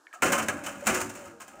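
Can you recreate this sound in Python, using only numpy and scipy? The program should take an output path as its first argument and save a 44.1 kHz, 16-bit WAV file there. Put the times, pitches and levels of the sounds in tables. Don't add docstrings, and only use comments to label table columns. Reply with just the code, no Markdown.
import sys
import numpy as np
from scipy import signal
from scipy.fft import rfft, irfft
from scipy.io import wavfile
from scipy.ndimage import uniform_filter1d

SR = 44100
rng = np.random.default_rng(int(sys.argv[2]) if len(sys.argv) > 2 else 0)


def invert_db(level):
    return 10 ** (np.asarray(level, dtype=float) / 20)


def bounce(signal):
    frames = np.transpose(np.atleast_2d(signal))
    limited = np.clip(frames, -1, 1)
    pcm = np.round(limited * 32767).astype(np.int16)
    wavfile.write(sys.argv[1], SR, pcm)


N = 70560

# freq_hz, level_db
NOISE_COLOUR = [(30, -28), (100, -19), (200, -21), (320, 5.5), (410, -5), (1630, 0.5), (2100, -20),
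                (7000, -12.5), (10000, -21.5), (16000, -30)]
# start_s, level_db
TOUCHES = [
    (.0690, -42),
    (0.1286, -41.5),
]
# freq_hz, level_db, t60_s
WIRE_MODES = [(1800, 0, .016), (2250, -6, .012), (2900, -14, .008), (4300, -22, .006)]
# start_s, freq_hz, level_db, # length_s
FAVOURED_MODES = [(0.1365, 1293, -32, 0.0057), (0.136, 1620, -42, 0.014), (.224, 519.7, -29.5, 0.049),
                  (.224, 1380, -27.5, 0.022), (0.138, 653, -48.5, 0.011), (.155, 720, -47, 0.022),
                  (0.154, 1306, -47, 0.022), (0.184, 1200, -55, 0.025), (0.319, 227, -37.5, 0.077),
                  (.335, 560, -31, 0.034), (0.486, 1640, -28.5, 0.022), (.4846, 592, -44, 0.13),
                  (0.521, 287, -42, 0.16), (0.4865, 101.5, -43, 0.035), (0.6628, 3000, -39, 0.016),
                  (0.824, 569, -38, 0.033), (0.87, 228.3, -26, 0.05), (0.883, 74, -38.5, 0.045),
                  (.885, 370, -34.5, 0.13), (1.003, 104, -49.5, 0.17), (1.038, 283.8, -41, 0.084),
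                  (1.403, 1067, -46.5, 0.024), (1.404, 1612, -46, 0.019), (.0775, 2200, -52, 0.0055),
                  (.108, 1653, -57, 0.015), (.925, 367, -35.5, 0.032), (.224, 1470, -34, 0.045),
                  (.222, 1100, -37.5, 0.024), (.227, 754, -32.5, 0.054), (0.3, 570, -34, 0.027),
                  (.268, 1690, -36, 0.037), (.272, 330, -36, 0.022), (.29, 1600, -38.5, 0.068),
                  (.322, 330, -39, 0.023), (.323, 1660, -41, 0.018), (0.336, 1050, -35, 0.037),
                  (.338, 1279, -31.5, 0.042), (.485, 2445, -34, 0.016), (.877, 1481, -29, 0.029),
                  (.87, 740, -33, 0.023), (.884, 651, -30.5, 0.035), (.872, 2330, -34, 0.031),
                  (.87, 2080, -35, 0.018), (.882, 1614, -35, 0.034), (.94, 1650, -38, .05),
                  (.935, 2000, -40.5, .04), (.955, 500, -38.5, .06), (.995, 905, -40, 0.043),
                  (.99, 1268, -45, 0.041), (1.215, 565, -44, 0.044),
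                  (.4848, 3700, -36, .004), (.4848, 3100, -30, 0.0069), (1.155, 582, -47.5, 0.075),
                  (.66, 572, -49, 0.098), (.23, 223, -34.5, 0.059), (0.4, 300, -38, 0.027),
                  (0.56, 323, -40, 0.028), (.59, 1469, -51, 0.055), (.58, 1500, -51, 0.046),
                  (1.1, 280, -46.5, .03), (1.15, 1650, -51, 0.028), (1.285, 330, -48.5, 0.033),
                  (1.33, 470, -52, 0.071), (1.408, 1270, -53, 0.019), (1.48, 800, -55.5, .05),
                  (1.5, 1270, -57, .07), (1.479, 3100, -53.5, .01)]
# start_s, length_s, level_db, upper_mode_db
CREAKS = [
    (0.11, 0.01, -60, 12.5),
    (1.533, 0.077, -54.5, -9),
]
KNOCK_START_S = [.1305, .2213, .2299, .255, .3202, .331, .378, .4279, .4846, .6384, .6625, .851, .8594,
                 .8684, .885, .9433, 1.0041, 1.0141, 1.0944, 1.1528, 1.255, 1.4017, 1.4157, 1.48]
# strength_db, boom_db, edge_db, chatter_length_s, first_contact_db
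KNOCKS = [(-34, -37, -11, 0.019, -4), (-11, -9.5, -14, 0.017, 16.5), (-22, 1.5, -9.5, 0.025, 12),
          (-20.5, -1.5, -13.5, 0.084, 17), (-15, -38, -11, 0.017, 20), (-21.5, -21, -11.5, .025, 3),
          (-19, -9, -13.5, 0.027, 15), (-27.5, 2.5, -7, 0.01, 20), (-16, -7.5, -12.5, 0.014, 24.5),
          (-31, -15, -8.5, 0.035, 18.5), (-26.5, -17, -13, 0.038, 23.5), (-36.5, -24, -12, 0.024, 17),
          (-27.5, -2.5, -9.5, 0.015, 7), (-14.5, -24, -6.5, 0.03, 13.5), (-23, 0, -39, 0.053, -1),
          (-22.5, -30, -6.5, 0.028, 20), (-30, 0, -4, 0.019, 23), (-27, -28, -9.5, 0.0089, 25.5),
          (-27.5, -15, -8, 0.0063, 11), (-37.5, -1.5, -10, 0.024, 25), (-47.5, -28, -6.5, 0.062, 23),
          (-33.5, -28, -10.5, 0.011, 14.5), (-37, -14, -7.5, 0.018, 14), (-40.5, -11, -6.5, 0.012, 20.5)]
# time_s, level_db, brightness_db
DRAG = [(0.132, -75, 25), (.21, -57, -3.5), (0.251, -32, 9.5), (.4, -72, 13), (.5, -39.5, 3.5),
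        (.62, -46, 0), (.7, -47, 0), (0.839, -42.5, 1.5), (.95, -32, 4.5), (1.08, -49, 11),
        (1.2, -43.5, 3.5), (1.301, -48.5, 0.5), (1.345, -71, -15), (1.4, -58, 5), (1.5, -51.5, 4),
        (1.6, -52, -0.5)]
# freq_hz, level_db, t60_s
SHEET_MODES = [(103, -12, 0.15), (220.3, 3.5, 0.23), (233.2, 1, 0.22), (285, -2.5, 0.35),
               (324.3, 3.5, 0.22), (370.7, -3, 0.28), (498.2, -0.5, 0.25), (549.3, -2, 0.3),
               (643.4, -3.5, 0.25), (750, -19, 0.22), (1272, 10.5, 0.18), (1388, 6, 0.26),
               (1590, -19, 0.45), (1690, -19, 0.43)]
# freq_hz, level_db, t60_s
STRUCK_WIRE_MODES = [(1050, -4, 0.024), (1640, 6.5, 0.097), (2280, 1, 0.11), (3060, -7, 0.062),
                     (6340, 11, 0.017), (7700, -22, .03), (11740, 5.5, 0.023)]
# freq_hz, level_db, t60_s
RESTING_MODES = [(102, -13, 0.21), (204, -9, 0.39), (288, -4, 0.14), (341.6, -2, 0.22), (571, -4, 0.25),
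                 (798, -7, 0.42), (921, -2.5, 0.28), (1195, -5.5, 0.13), (1282, -8, 0.14), (1378, -5, 0.14),
                 (1472, -11, 0.12), (1634, -6, .15)]
# freq_hz, level_db
BODY_COLOUR = [(24, -50), (40, -14), (224, -2.5), (371, -7), (423, -10), (509, -4.5), (829, -12),
               (1480, -5), (2150, -12), (2900, -11.5), (4550, -40)]
# freq_hz, level_db
EDGE_COLOUR = [(2060, -27), (3500, -11), (5030, -9.5), (6570, 0), (8470, -1.5), (11100, -16.5),
               (13400, -17.5), (15100, -10.5), (16000, -2)]
# freq_hz, t60_s
RING_TIME = [(60, 0.68), (300, 0.14), (900, 0.12), (2500, 0.062), (7000, 0.053), (15000, 0.018)]
# start_s, level_db
SLAPS = [(0.1396, -46.5), (.2256, -13), (0.2309, -25), (0.2348, -15), (0.2393, -23), (.243, -16),
         (0.2581, -15), (.2858, -21), (0.3268, -22), (0.4864, -24), (.4873, -22.5), (0.4918, -19),
         (0.8715, -28), (0.876, -21), (0.8801, -22), (.8948, -19), (.8973, -14), (.9316, -21), (.9458, -27),
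         (1.4167, -38)]

BOOM_DB, CLANG_DB, EDGE_DB = 0, -9.5, -1.5
CRACK_T60_SHARE = 0.057


def rms_one(x):
    return x / np.sqrt(np.mean(x ** 2) + 1e-20)


def at_hz(points, hz):
    points_hz, value = np.transpose(points)
    return np.interp(np.log(hz), np.log(points_hz), value)


def conv(a, b):
    return signal.fftconvolve(a, b)[:N]


def high_pass(x, hz):
    return signal.sosfilt(signal.butter(4, hz, "high", fs=SR, output="sos"), x)


def modes(hz, gain, t60_s):
    t = np.arange(int(SR * min(.5, np.max(t60_s))))[:, None] / SR
    decay = np.exp(-np.log(1000) * t / t60_s)
    h = (decay * np.sin(2 * np.pi * hz * t)) @ gain
    return h / np.sqrt(np.sum(h ** 2))


def named(table, level_db):
    hz, db, t60_s = np.transpose(table)
    return invert_db(level_db) * modes(hz, invert_db(db), t60_s)


def dense(colour, low_hz, high_hz, count, t60_share=1):
    hz = low_hz + (high_hz - low_hz) * (np.arange(count) + rng.random(count)) / count
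    t60_s = t60_share * np.clip(at_hz(RING_TIME, hz), .005, 2) * rng.uniform(0.56, 1.31, count)
    gain = invert_db(at_hz(colour, hz)) / np.sqrt(t60_s)
    return modes(hz, gain[:, None] * rng.choice([-1, 1], (count, 4)), t60_s)


def strike(force, body):
    count = body.shape[1]
    point = rng.integers(0, count, N)
    return sum(conv(force * (point == k), body[:, k]) for k in range(count)) * np.sqrt(count)


def grains(per_s):
    size_db = 4 * np.minimum(rng.exponential(1, N), 4)
    size = invert_db(size_db) * rng.choice([-1, 1], N)
    return rms_one(size * (rng.random(N) < per_s / SR))


def floor():
    hz = np.maximum(np.arange(N // 2 + 1) * SR / N, 10)
    spectrum = rfft(rng.standard_normal(N)) * invert_db(at_hz(NOISE_COLOUR, hz))
    return invert_db(-63.5) * rms_one(irfft(spectrum, N))


def touches():
    clicks = np.zeros(N)
    for start_s, level_db in TOUCHES:
        clicks[int(start_s * SR)] = invert_db(level_db + 18)
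    soft_clicks = conv(clicks, np.hanning(11) / 3)
    return high_pass(conv(soft_clicks, named(WIRE_MODES, 0)), 1400)


def favoured():
    rise_s, waver_db, waver_rad, waver_s = 0.0018, 2.2, .35, .012
    start_s, hz, level_db, length_s = np.transpose(FAVOURED_MODES)
    age_s = np.maximum(np.arange(N)[:, None] / SR - start_s, 0)
    size = int(waver_s * SR)
    flex = uniform_filter1d(rng.standard_normal((N, 4)), size=size, axis=0)
    flex = rms_one(uniform_filter1d(flex, size=size, axis=0))
    dealt = np.arange(len(start_s))
    swell = (1 - np.exp(-age_s / rise_s)) * np.exp(-(age_s / length_s) ** 2)
    swell = swell * invert_db(waver_db * flex[:, dealt % 4])
    phase = 2 * np.pi * hz * age_s + waver_rad * flex[:, (dealt + 1) % 4]
    return (swell * np.sin(phase)) @ invert_db(level_db + 1.5)


def creaks():
    t, out = np.arange(N) / SR, np.zeros(N)
    slips = grains(per_s=1700)
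    mode_hz = np.array([620, 780, 1290, 1600])
    for start_s, length_s, level_db, upper_db in CREAKS:
        shape = np.clip((t - start_s) / .003, 0, 1) * np.clip((start_s + length_s - t) / .006, 0, 1)
        body = modes(mode_hz, invert_db(np.array([0, -5, upper_db, upper_db - 25])), t60_s=.028)
        out += invert_db(level_db) * conv(shape * slips, body)
    return out


def knocks():
    t = np.arange(N) / SR
    force, crack = np.zeros((3, N)), np.zeros((2, N))
    chatter = grains(per_s=2700)
    for start_s, (db, boom_db, edge_db, length_s, first_db) in zip(KNOCK_START_S, KNOCKS):
        first = int(start_s * SR)
        decay = (t >= start_s) * np.exp(-np.maximum(t - start_s, 0) / max(length_s, .002))
        burst = decay * chatter
        burst[first] += invert_db(first_db)
        split_db = np.array([boom_db + BOOM_DB, CLANG_DB, edge_db + EDGE_DB])
        crack[:, first] = invert_db(db + first_db + split_db[1:])
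        force += invert_db(db + split_db)[:, None] * burst
    return force, crack


def drag():
    t = np.arange(N) / SR
    time_s, level_db, bright_db = np.transpose(DRAG)
    level = np.interp(t, time_s, level_db, left=-120)
    rub = invert_db(level - 6.5) * grains(per_s=2500)
    return rub, np.interp(t, time_s, bright_db)


def boom(force):
    rise_s = 0.02
    low = named(SHEET_MODES[:10], -4.5)
    low = low * (1 - np.exp(-np.arange(len(low)) / SR / rise_s))
    return conv(force, low) + invert_db(-10) * strike(force, dense(BODY_COLOUR, 90.1, 793.7, count=60))


def clang(force, crack):
    out = strike(force, dense(BODY_COLOUR, 498.0, 3205.4, count=300))
    out += conv(force, named(SHEET_MODES[10:], -12.5))
    out += strike(crack, invert_db(-5.0) * dense(BODY_COLOUR, 830, 3800, 60, CRACK_T60_SHARE))
    out += conv(crack, named(STRUCK_WIRE_MODES, -6.5))
    return high_pass(out, 570)


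def edge(force, crack):
    out = strike(force, dense(EDGE_COLOUR, 3200, 17000, count=900))
    out += invert_db(-5.5) * strike(crack, dense(EDGE_COLOUR, 4000, 17800, 200, CRACK_T60_SHARE))
    return high_pass(out, 2360)


def tray():
    force, crack = knocks()
    rub, bright_db = drag()
    force += invert_db(np.array([8 - bright_db, np.zeros(N), bright_db - 5])) * rub
    resting = conv(invert_db(-bright_db) * rub, named(RESTING_MODES, 3.5))
    return boom(force[0]) + clang(force[1], crack[0]) + edge(force[2], crack[1]) + resting


def slaps():
    length_s = 0.00054
    start_s, level_db = np.transpose(SLAPS)
    age = (np.arange(N)[:, None] / SR - start_s) / length_s
    return high_pass(np.sin(np.pi * np.clip(age, 0, 1)) ** 2 @ invert_db(level_db), 190)


def room(x):
    t60_s, rise_s, cut_hz = 0.68, 0.019, 2070
    t = np.arange(SR // 2) / SR
    tail = rng.standard_normal(len(t)) * np.exp(-np.log(1000) * t / t60_s) * np.clip(t / rise_s, 0, 1)
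    tail = signal.sosfilt(signal.butter(1, cut_hz, fs=SR, output="sos"), tail)
    return invert_db(-18.5) * conv(x, tail / np.sqrt(np.sum(tail ** 2)))


def scene():
    metal = tray() + slaps() + favoured()
    metal += high_pass(creaks() + touches(), 380)
    return (metal + room(metal) + floor())[None]


def band_limit(x):
    return signal.sosfilt(signal.butter(12, 17140, fs=SR, output="sos"), x)


def record(dry):
    top, lopsided = 0.43, 0.78
    bent = top * np.tanh((dry + lopsided * dry ** 2) / top)
    cut = signal.sosfilt(signal.cheby2(10, 42, 16100, fs=SR, output="sos"), bent)
    mix = signal.sosfilt(signal.butter(2, 53, "high", fs=SR, output="sos"), cut)
    return band_limit(mix)


dry = scene()
out = record(dry)
bounce(out)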